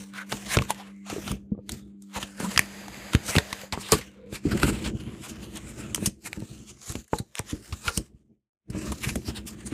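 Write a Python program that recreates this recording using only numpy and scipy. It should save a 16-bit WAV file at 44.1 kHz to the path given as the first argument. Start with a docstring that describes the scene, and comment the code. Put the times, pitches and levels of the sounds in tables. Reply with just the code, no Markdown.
"""A wooden table in a small furnished room, heard up close from a phone resting on it.
Stiff cards are drawn off a deck, flexed, snapped and laid down: edges crack, faces swish past each
other and scrape over grain and cloth, fingers thud the board and set it ringing and rumbling.
One glossy card slides off in a long hiss. A motor hums through the first five seconds.
Between gestures the sound sinks to near silence."""
import sys
import numpy as np
from scipy import signal
from scipy.fft import rfft, irfft
from scipy.io import wavfile
from scipy.ndimage import uniform_filter1d

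SR = 44100
rng = np.random.default_rng(int(sys.argv[2]) if len(sys.argv) > 2 else 0)


def wrap_up_sound(samples):
    """Save the sound to the file named by the first command line argument, as 16-bit audio."""
    columns = np.atleast_2d(samples).T
    # keep every value between -1 and 1, then stretch to whole-number steps
    tamed = np.clip(columns, -1, 1)
    steps = np.round(tamed * 32767).astype(np.int16)
    wavfile.write(sys.argv[1], SR, steps)


N = 429093
ATTACK_S = 0.13  # drags, ringings and the glide fade in by 60 dB over this time


def undb(db):
    return 10 ** (np.asarray(db) / 20)


def unit(x):
    return x / np.sqrt(np.mean(x ** 2))


def decay(t, t60):
    return np.exp(-np.log(1000) * t / t60)


def ring(t, hz, t60):
    return np.sin(2 * np.pi * hz * t) * decay(t, t60)


def band(x, lo_hz, hi_hz):
    sos = signal.butter(2, [lo_hz, min(hi_hz, .45 * SR)], "band", fs=SR, output="sos")
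    return signal.sosfilt(sos, x)


def colour(x, points):
    """EQ through (frequency [Hz], gain [dB]) points; rms 1."""
    hz, db = np.transpose(points)
    freqs = np.maximum(np.arange(len(x) // 2 + 1) * SR / len(x), 1)
    gain = undb(np.interp(np.log(freqs), np.log(hz), db))
    return unit(irfft(rfft(x) * gain, len(x)))


def wander(rate_hz):
    """Slewed sample-and-hold modulation; rms 1."""
    step = int(SR / rate_hz)
    held = np.repeat(rng.standard_normal(N // step + 1), step)
    return unit(uniform_filter1d(held, step)[:N])


def add(out, start_s, x):
    i = int(start_s * SR)
    out[i:i + len(x)] += x[:N - i]


def gesture_power(start, db, attack, hold, release):
    """Summed power envelope of gestures; attack and release each span 60 dB."""
    t = np.arange(0, N + 64, 64) / SR
    start, db, attack, hold, release = (
        np.broadcast_to(c, len(start))[:, None] for c in (start, db, attack, hold, release))
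    early = np.maximum(start - t, 0) / np.maximum(attack, .005)
    late = np.maximum(t - start - hold, 0) / np.maximum(release, .03)
    power = np.sum(undb(db - 60 * (early + late)) ** 2, axis=0)
    return np.interp(np.arange(N) / SR, t, power)


# the motor's fader: (time [s], level [dB])
HUM_FADER = [(0, -49), (2.7, -48.5), (3.6, -55.5), (4.5, -54.5), (5.2, -120)]
# its harmonics: (multiple of the motor rate, level re the fader [dB])
HUM_HARMONICS = [(2, 2.5), (3, -9), (4, -26)]
def motor_hum(motor_hz=98.9):
    """A low motor bed whose harmonics waver a little in pitch and strength."""
    phase = 2 * np.pi * np.cumsum(motor_hz * (1 + 0.0041 * wander(3))) / SR
    tone = sum(undb(db + 1.2 * wander(2.2)) * np.sin(k * phase) for k, db in HUM_HARMONICS)
    fader_db = np.interp(np.arange(N) / SR, *np.transpose(HUM_FADER))
    return np.sqrt(2) * tone * undb(fader_db)


def grit(spread_db):
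    """Fibres slipping: noise in which a few grains are much larger."""
    return rng.standard_normal(N) * undb(spread_db * rng.exponential(size=N))


def fibre_catches(per_second, spread_db):
    """Lone fibres and edges catching: a gain with sparse spikes under a millisecond long."""
    caught = rng.random(N) < per_second / SR
    spikes = caught * undb(np.minimum(spread_db * rng.exponential(size=N), 15))
    return 1 + signal.fftconvolve(spikes, np.exp(-np.arange(256) / SR / 0.0003))[:N]


# EQ of the mid scrape, the airy sheen and the low rumble in the board: (frequency [Hz], gain [dB])
SCRAPE_EQ = [(300, -13.5), (450, 1), (800, -7), (1200, -5), (2100, -5), (3000, -5.5), (5000, -22),
             (8000, -40.5)]
SHEEN_EQ = [(2500, -22.5), (4000, -1.5), (5500, -1.5), (7200, 3), (9000, -2.5), (12000, -8.5), (15300, -15)]
RUMBLE_EQ = [(15, -47.5), (25, -23), (49, -1), (64, 5), (86, -4), (129, 2), (172, -7), (205, 5),
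             (274, -9.5), (312, -0.5), (461, -16.5), (760, -29.5), (1040, -44.5), (1760, -120)]
# hands and cards dragging on the table:
# (time [s], hold [s], release t60 [s], scrape level [dB], sheen level [dB], rumble level [dB])
TABLE_DRAGS = [(0, 0, 0.37, -54, -50, -56.5), (0.1, 1, 0.59, -93, -79, -59.5),
               (0.312, 0.33, 0.49, -47, -48, -48), (0.704, 0.17, 0.26, -53.5, -64.5, -64.5),
               (1.12, 0.19, 0.23, -47.5, -50, -42), (1.402, 0.55, 0.53, -86, -100, -55.5),
               (1.708, 0.024, 0.27, -54, -50.5, -35.5), (2.038, 0, 0.28, -72.5, -65.5, -71),
               (2.192, 0.58, 1, -57, -57, -57.5), (2.403, 0.15, 0.4, -44, -47.5, -41.5),
               (2.678, 0.78, 0.66, -57, -72, -50), (3.286, 0.021, 0.1, -39, -35, -45),
               (3.339, 0.24, 0.45, -50, -53, -55.5), (3.783, 0.19, 0.34, -45.5, -47.5, -55),
               (4.059, 0.65, 0.91, -65.5, -89, -54), (4.459, 0.42, 0.17, -44, -49, -36),
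               (4.814, 0.13, 0.43, -68, -70, -34.5), (4.949, 0.56, 0.37, -57.5, -63, -42.5),
               (5.078, 0, 0.24, -50, -74, -37), (5.432, 0.0074, 0.19, -57, -72, -34.5),
               (5.539, 0.43, 0.24, -52, -55.5, -40), (5.786, 0.076, 0.26, -48, -70.5, -37.5),
               (6.083, 0.1, 0.21, -85.5, -82.5, -52), (6.256, 0.4, 1, -61, -59.5, -49),
               (6.83, 0.17, 0.19, -58, -50.5, -55.5), (7.152, 0, 0.26, -47, -43, -50.5),
               (7.354, 0.36, 0.27, -91, -81.5, -59.5), (7.472, 0.54, 0.24, -60, -57, -54),
               (8.037, 0.17, 0.42, -83.5, -85, -58), (8.315, 0.047, 0.13, -95, -100, -59.5),
               (8.731, 0.16, 0.4, -50.5, -60.5, -45.5), (8.784, 0.38, 0.48, -56, -50.5, -39),
               (9.225, 0.46, 0.17, -60.5, -67, -43), (9.46, 0, 0.2, -67, -76, -35.5),
               (9.72, 0.13, .3, -47.5, -57, -39)]
def rubbing():
    """Friction on the table: scrape and sheen stutter together; the board carries a lumpy rumble."""
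    start, hold, release, *layers_db = np.transpose(TABLE_DRAGS)
    scrape_power, sheen_power, rumble_power = (
        gesture_power(start, db, ATTACK_S, hold, release) for db in layers_db)
    # every swish trails a scrape and a sheen
    swish_s, body_db, treble_db, swell, _, hollow_db = np.transpose(CARD_SWISHES)
    hiss_db = body_db - 10 * np.log10(1 + undb(hollow_db) ** 2)  # the body without its resonance
    scrape_power += gesture_power(swish_s, hiss_db - 7, 7.2 * swell, hold=0, release=.18)
    sheen_power += gesture_power(swish_s, body_db + treble_db - 3, 8 * swell, hold=0, release=.16)
    # every landing shakes the board
    thud_s, thud_db, push_ms, _, _, shake_db = np.transpose(LANDINGS)
    rumble_power += gesture_power(thud_s, thud_db + shake_db, 12 * push_ms / 1000, hold=0, release=.18)
    stutter = undb(2.4 * wander(22) + 1.5 * wander(120)) * fibre_catches(per_second=70, spread_db=4)
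    scrape = colour(grit(spread_db=2), SCRAPE_EQ) * np.sqrt(scrape_power)
    sheen = colour(grit(spread_db=2), SHEEN_EQ) * np.sqrt(sheen_power)
    rumble = colour(rng.standard_normal(N), RUMBLE_EQ) * np.sqrt(rumble_power)
    return (scrape + sheen) * stutter, rumble * undb(3.3 * wander(30))


def contact_flicker(friction):
    """Fifth-octave bands flicker and drift on their own as the contact patch wanders."""
    edges_hz = 300 * 2 ** (np.arange(30) / 5)
    # alternate signs let neighbouring bands join without a gap
    return sum((-1) ** k * band(friction, lo, hi) * undb(1.4 * wander(25) + 2.6 * wander(7) - 2)
               for k, (lo, hi) in enumerate(zip(edges_hz, edges_hz[1:])))


def card_stock(noise, hz, treble_db, hollow, width_ratio):
    """The voice of stiff card: a broad body, one hollow resonance and a bright edge."""
    resonance = unit(band(noise, hz / width_ratio, hz * width_ratio))
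    body = unit(band(noise, 770, 5100)) + hollow * resonance
    return unit(body) + undb(treble_db) * unit(band(noise, 4500, 10000))


# edges cracking: (time [s], body level [dB], treble re body [dB], t60 [s], flexed card's pitch [Hz])
EDGE_SNAPS = [(0.137, -39.5, -14, 0.024, 1380), (.296, -41.5, 0, 0.013, 2000),
              (0.32, -24.5, -9, 0.025, 1520), (0.3246, -20.5, -24, 0.019, 1030),
              (0.5697, -13, -33, 0.018, 1240), (0.5882, -14.5, -26, 0.005, 2450),
              (0.621, -24.5, -12, 0.018, 1130), (0.7058, -16, -0.5, 0.014, 920),
              (1.065, -43, -15, 0.072, 830), (1.0995, -27, -12, 0.028, 755), (1.2782, -25, -33, 0.03, 1220),
              (1.316, -29.5, 3, 0.016, 1170), (1.693, -27, -2, 0.028, 3430),
              (1.7194, -53.5, 26, 0.017, 2290), (2.022, -55.5, 9.5, 0.022, 4000),
              (2.2278, -25.5, -15, 0.04, 3030), (2.399, -34, 0, 0.059, 680), (2.562, -24, -13, 0.016, 1980),
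              (2.5766, -4, -18, 0.012, 4800), (2.5929, -3.5, -5.5, 0.0086, 2020),
              (2.882, -30.5, -11, 0.014, 880), (2.945, -33, -18, 0.006, 2200),
              (3.134, -21, -18, 0.018, 1280), (3.151, -10.5, -18, 0.0038, 1650),
              (3.265, -42, 13.5, 0.0092, 4800), (3.281, -32, -13, 0.11, 1500),
              (3.353, -20, -15, .015, 2280), (3.364, -14.5, -18, 0.013, 2560),
              (3.3842, -9.5, -13, 0.016, 1820), (3.5286, -17, -16, 0.019, 1140),
              (3.7248, -21.5, -33, 0.014, 850), (3.9205, -21.5, 17, 0.0098, 1080),
              (4.012, -37.5, -19, 0.1, 2050), (4.327, -40.5, -18.5, 0.016, 1500),
              (4.574, -31, -6, 0.031, 1440.0), (4.6, -24, -11, 0.017, 1790),
              (4.632, -10.5, -21, 0.011, 1420), (5.558, -48, 14, 0.014, 3000), (5.572, -37, 6, 0.0093, 920),
              (5.947, -18.5, 4.5, 0.016, 2980), (5.958, -34.5, 7.5, 0.03, 1310),
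              (6.0592, -24, 9, 0.055, 2950), (6.3306, -24.5, -10, 0.0064, 2320),
              (6.403, -38, -4, 0.0078, 4450), (6.9228, -29, 0, 0.0084, 1640.0),
              (6.9542, -28.5, -10, 0.019, 1080), (7.079, -56.5, 4.5, 0.04, 1790),
              (7.186, -30, -1, 0.046, 4110), (7.3542, -25, -1.5, 0.005, 2470),
              (7.3837, -25, -27, 0.0074, 2590), (7.393, -19.5, 2, 0.0062, 970),
              (7.7251, -32.5, -24, 0.061, 1290), (7.88, -20, -26, 0.023, 2550),
              (7.975, -24, 7.5, 0.023, 3070), (8.701, -45, 1, 0.053, 4730), (8.92, -27.5, -3, 0.045, 1080),
              (9.0473, -25.5, -14, 0.0079, 2200), (9.0906, -28.5, -25, 0.059, 2400),
              (9.1565, -26.5, -1.5, 0.028, 710)]
def edge_snaps(attack_s=.0012):
    """A flexed edge lets go: a crack of noise that builds in about a millisecond and dies fast."""
    out, t = np.zeros(N), np.arange(4096) / SR
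    attack = np.minimum(t / attack_s, 1) ** 2
    for start, db, treble_db, t60, hz in EDGE_SNAPS:
        envelope = attack * decay(np.maximum(t - attack_s, 0), max(t60, .004))
        crack = card_stock(rng.standard_normal(len(t)), hz, treble_db, hollow=0.8, width_ratio=1.17)
        add(out, start - attack_s, undb(db) * envelope * crack)
    return out


# card passing over card: (peak time [s], body level [dB], treble re body [dB], swell [s],
# pitch of the gap between them [Hz], its resonance re the plain hiss [dB])
CARD_SWISHES = [(0.177, -39.5, -16, 0.023, 1620, -8), (.215, -36, -20, 0.043, 1620, 8),
                (0.545, -27.5, -5.5, 0.036, 1900, -6.5), (.704, -33, -6, 0.013, 934, -2),
                (0.809, -43.5, -17, 0.032, 1010, 0.5), (1.109, -39.5, -17, 0.03, 1270, -4),
                (1.311, -41, -6, 0.06, 2800, -11), (2.17, -35, -10.5, 0.022, 1030, -8.5),
                (2.228, -43, -6, 0.027, 2880, -15), (2.45, -36, -6.5, 0.013, 1110, 3.5),
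                (3.143, -34.5, -10, 0.013, 3200, -5), (3.362, -32.5, -3, 0.048, 2400, -4),
                (3.73, -29, -13, 0.0045, 940, -1), (3.816, -52, 12, 0.014, 950, 7),
                (3.87, -41.5, -21, 0.04, 3100, 12.5), (3.925, -23, -1.5, 0.0062, 1170, -7),
                (4.354, -40, -6, 0.02, 2260, -14), (4.519, -31.5, -12, 0.009, 1570, -3.5),
                (4.633, -29.5, -10.5, 0.011, 1380, -10), (4.691, -32.5, -3.5, 0.031, 2370, -19.5),
                (4.858, -33.5, -13, 0.014, 2390, -16.5), (5.003, -47, -9, 0.0051, 2680, -26),
                (5.252, -42, -5, 0.025, 2670, -13), (5.297, -48, 1, 0.013, 2770, 19),
                (5.441, -52, -1.5, 0.02, 2880, -17), (5.569, -40.5, -13, 0.013, 3020, -12),
                (5.695, -51.5, 1.5, 0.015, 2600, -19), (5.805, -52, 4.5, 0.022, 2600, -26),
                (6.063, -44, -1, 0.046, 2600, -30), (6.266, -37.5, -1, 0.013, 2380, -13),
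                (6.7, -51.5, 2.5, 0.023, 2880, 4), (6.906, -43.5, 4.5, 0.029, 5760, -25),
                (7.388, -41, -7, 0.022, 5530, -6), (7.507, -42, -2, 0.015, 3360, -12),
                (7.884, -32, -6.5, 0.027, 1404, -14), (7.974, -40.5, 0.5, 0.032, 4590, 3.5),
                (9.042, -33.5, -4, 0.013, 2500, -14), (9.094, -39.5, 1, 0.016, 2320, -6),
                (9.291, -38.5, -7, 0.023, 4560, -3.5), (9.369, -39, -5.5, 0.013, 3950, -5.5),
                (9.478, -42, 4, 0.0088, 3000, -3), (9.667, -46, 2, 0.0079, 4270, -14)]
def card_swishes(lead_s=.15, fade_s=.013):
    """Fluttering friction hiss that swells and fades as one card passes another."""
    out, t = np.zeros(N), np.arange(16384) / SR - lead_s
    for peak_s, db, treble_db, swell_s, hz, hollow_db in CARD_SWISHES:
        # half strength one swell before the peak and one fade after it
        envelope = .5 ** ((t / np.where(t < 0, swell_s, fade_s)) ** 2)
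        hiss = card_stock(rng.standard_normal(len(t)), hz, treble_db, undb(hollow_db), width_ratio=1.22)
        add(out, peak_s - lead_s, undb(db) * envelope * hiss)
    return out * undb(0.87 * wander(130))


# modes of the table top: (frequency [Hz], relative level [dB], t60 [s])
BOARD_MODES = [(62, -8, 0.021), (125, -11, 0.05), (179, -0.5, 0.045), (289, -18.5, 0.037),
               (440.5, -4.5, 0.11), (570, -9, 0.088), (880, -9.5, 0.095), (1160, -3, 0.047),
               (1430, -17, 0.017)]
# cards and fingers landing: (time [s], push level [dB], push length [ms], struck spot's pitch [Hz],
# its ring re the push [dB], board shake re the push [dB])
LANDINGS = [(0.326, -14.5, 0.58, 193, -29, -21), (0.5717, -7.5, 2.45, 115, -20.5, -16),
            (0.594, -19, 0.66, 154, 1.5, -22), (0.614, -17, 3.4, 103, -12, -23),
            (0.705, -17, 0.92, 866, -6, -27), (1.129, -23, 2.2, 300, -3.5, -15),
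            (1.163, -29, 1.5, 410, 4.5, -18), (1.183, -25, 2, 332, -3, -23),
            (1.311, -17.5, 5.4, 137, -23, -16), (1.327, -21, 4.9, 197, -8, -7.5),
            (1.5203, -18, 4.4, 207, 2, -25), (1.55, -36.5, 2.2, 300, -8.5, -21.5),
            (1.579, -31, 2.3, 150, -10, -20), (1.59, -32.5, 2, 493, -6, -23),
            (1.73, -38, 3.1, 190, -7, -15), (2.162, -24.5, 0.45, 66, -6.5, -15.5),
            (2.234, -30.5, 5.2, 97, -26, -12), (2.403, -18.5, 0.58, 200, -3, -28),
            (2.431, -26, 2.3, 180, 4, -19), (2.447, -28.5, 2.5, 187, 1, -20),
            (2.57, -22, 4.5, 100, -17, -23), (2.595, -19.5, 3.2, 178, -28, -25),
            (3.1503, -5, 3.96, 70, -11, -20.5), (3.29, -27, 3.7, 312, -17, -21),
            (3.355, -10.5, 0.8, 95, -24, -12), (3.369, -9, 4.1, 111, -10, -25),
            (3.381, -9.5, 2.6, 91.5, -11, -29.5), (3.529, -25.5, 1.5, 213, -28, -16),
            (3.635, -32, 1.6, 525, -2.5, -21), (3.728, -28, 3.7, 89, 0, -10),
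            (3.776, -19, 1.15, 185, -14, -16.5), (3.923, -8.5, 0.7, 425, -5, -8.5),
            (3.932, -18, 1.2, 424, 1.5, -20), (4.328, -25.5, 2.2, 199, -28, -9),
            (4.454, -18, 3, 296, 6, -20), (4.468, -16.5, 4.3, 110, -22, -1),
            (4.517, -21.5, 2.4, 233, -3, 2), (4.552, -19, 3.2, 170, 1, -3.5),
            (4.635, -13.5, 2.8, 283, -2.5, -3), (4.681, -18, 1.1, 232, 0, -5),
            (4.697, -20, 2.1, 111, -8, -9), (4.862, -28, 1.5, 230, -4, 4),
            (5.98, -23.5, 0.75, 302, -9, -4.5), (6.027, -24.5, 2.2, 160, -7, -6),
            (6.074, -24.5, 7.6, 192, -6.5, -10.5), (6.375, -27, 3, 300, -7.5, -4),
            (6.422, -28, 2.1, 104, -5.5, -9), (6.9, -25, 8.3, 112, -11, -13),
            (6.955, -21, 2.6, 240, -6.5, -12.5), (7.133, -8, 1.27, 530, -23, -20.5),
            (7.135, -14, 0.56, 850, -5.5, -17), (7.202, -22, 3.2, 111, -5.5, -15),
            (7.397, -19, 0.83, 104, -4.5, -24.5), (7.532, -17, 4.2, 307, -11.5, -15.5),
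            (7.726, -25.5, 9.3, 82.5, 3, -28), (7.88, -18.5, 10.7, 65, -16, -15.5),
            (7.882, -25.5, 0.34, 1397, 9.5, -20), (7.979, -18, 2.95, 188, -15, -11.5),
            (8.147, -39.5, 7.1, 134.4, -14, -24.5), (8.704, -28, 5.6, 89.8, -6.5, -10.5),
            (8.751, -26.5, 2, 301, -1, -4), (8.925, -30, 1.7, 390, -11, -12),
            (9.072, -24.5, 5.5, 128, 4.5, -2), (9.117, -26.5, 8, 80, -6, -5.5),
            (9.16, -19, 3.4, 212, -2, -6.5), (9.287, -26.5, 4.9, 212, -7, 0),
            (9.722, -25.5, 2.8, 277, 4, -16)]
def table_thuds(board_db=-10.5, spot_t60_s=.055):
    """A landing is one inward push of air and wood with a slower rebound; the board rings briefly."""
    out, t = np.zeros(N), np.arange(8192) / SR
    for start, db, push_ms, spot_hz, spot_db, _ in LANDINGS:
        push = -np.blackman(int(SR * push_ms / 1000) + 3)
        width = len(push)
        # each landing spot excites the modes differently
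        scatter = rng.standard_normal((len(BOARD_MODES), 2))
        modes = sum(undb(mode_db + 4 * louder) * ring(t, hz * (1 + .05 * detune), t60)
                    for (hz, mode_db, t60), (louder, detune) in zip(BOARD_MODES, scatter))
        contact = push[::2]  # the wood feels a contact half as long as the push of air
        board = signal.fftconvolve(modes, contact)[:len(t)]
        spot = signal.fftconvolve(ring(t, spot_hz, spot_t60_s), contact)[:len(t)]
        thud = undb(board_db) * board / np.abs(board).max()
        lag = width // 2  # the struck spot swings back as the contact ends
        thud[lag:] -= undb(spot_db) * spot[:-lag] / np.abs(spot).max()
        thud[:width] += push
        thud[width:3 * width] += 0.3 * np.hanning(2 * width)  # rebound
        add(out, start - width / 2 / SR, undb(db) * thud)
    return out


# faint ringing after some contacts: (time [s], hold [s], level [dB], pitch [Hz])
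AFTER_RINGS = [(0.843, 0.2, -66.5, 2110), (1.724, 0.085, -66, 3600), (1.768, 0.052, -71, 1283),
               (2.444, 0.034, -30, 194.6), (4.206, 0.088, -48.5, 479)]
def after_rings(width_ratio=1.06, release_s=.29):
    """Thin, pitched bands of hiss that hang on and die away."""
    out, noise = np.zeros(N), rng.standard_normal(N)
    for start, hold, db, hz in AFTER_RINGS:
        envelope = np.sqrt(gesture_power([start], db, ATTACK_S, hold, release_s))
        out += envelope * unit(band(noise, hz / width_ratio, hz * width_ratio))
    return out


# one long draw off the deck: (time [s], hold [s], release t60 [s], level [dB])
DECK_DRAW = (2.5, 1.14, 0.24, -46.5)
# its hollow colour: (frequency [Hz], gain [dB])
GLOSS_EQ = [(350, -18.5), (600, 0), (1170, -7.5), (1920, -2.5), (2900, -9.5), (4200, -12), (4900, -6),
            (5500, -22.5), (6500, -9.5), (7800, -11.5), (9400, -24), (10300, -16.5), (12000, -15.5),
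            (13000, -24.5), (15300, -27)]
def glossy_glide():
    """Gloss sliding on gloss gives a smooth, even hiss."""
    start, hold, release, db = DECK_DRAW
    hiss = colour(grit(spread_db=1), GLOSS_EQ) * undb(wander(20))
    return hiss * np.sqrt(gesture_power([start], db, ATTACK_S, hold, release))


def room_echoes(x, t60_s=.18):
    """Dense early echoes of a small furnished room, after a 3 ms pre-delay."""
    t = np.arange(16384) / SR
    tail = band(rng.standard_normal(len(t)), 220, 9000) * decay(t, t60_s) * (t > .003)
    return signal.fftconvolve(x, tail / np.sqrt(np.sum(tail ** 2)))[:N]


def scene():
    """Mono mix: the cards get a touch of room; rumble, ringing and motor stay dry."""
    scrape, rumble = rubbing()
    cards = edge_snaps() + table_thuds() + contact_flicker(scrape + card_swishes()) + glossy_glide()
    return (cards + undb(-23) * room_echoes(cards) + rumble + after_rings() + motor_hum())[None]


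def record(dry):
    """The phone drops the deepest bass, rounds the loudest peaks and cuts the top."""
    low_cut = signal.butter(3, 48, "high", fs=SR, output="sos")
    high_cut = signal.ellip(8, .2, 65, 15250, fs=SR, output="sos")
    rounded = .95 * np.tanh(signal.sosfilt(low_cut, dry) / .95)
    return signal.sosfilt(high_cut, rounded)


dry = scene()
out = record(dry)
wrap_up_sound(out)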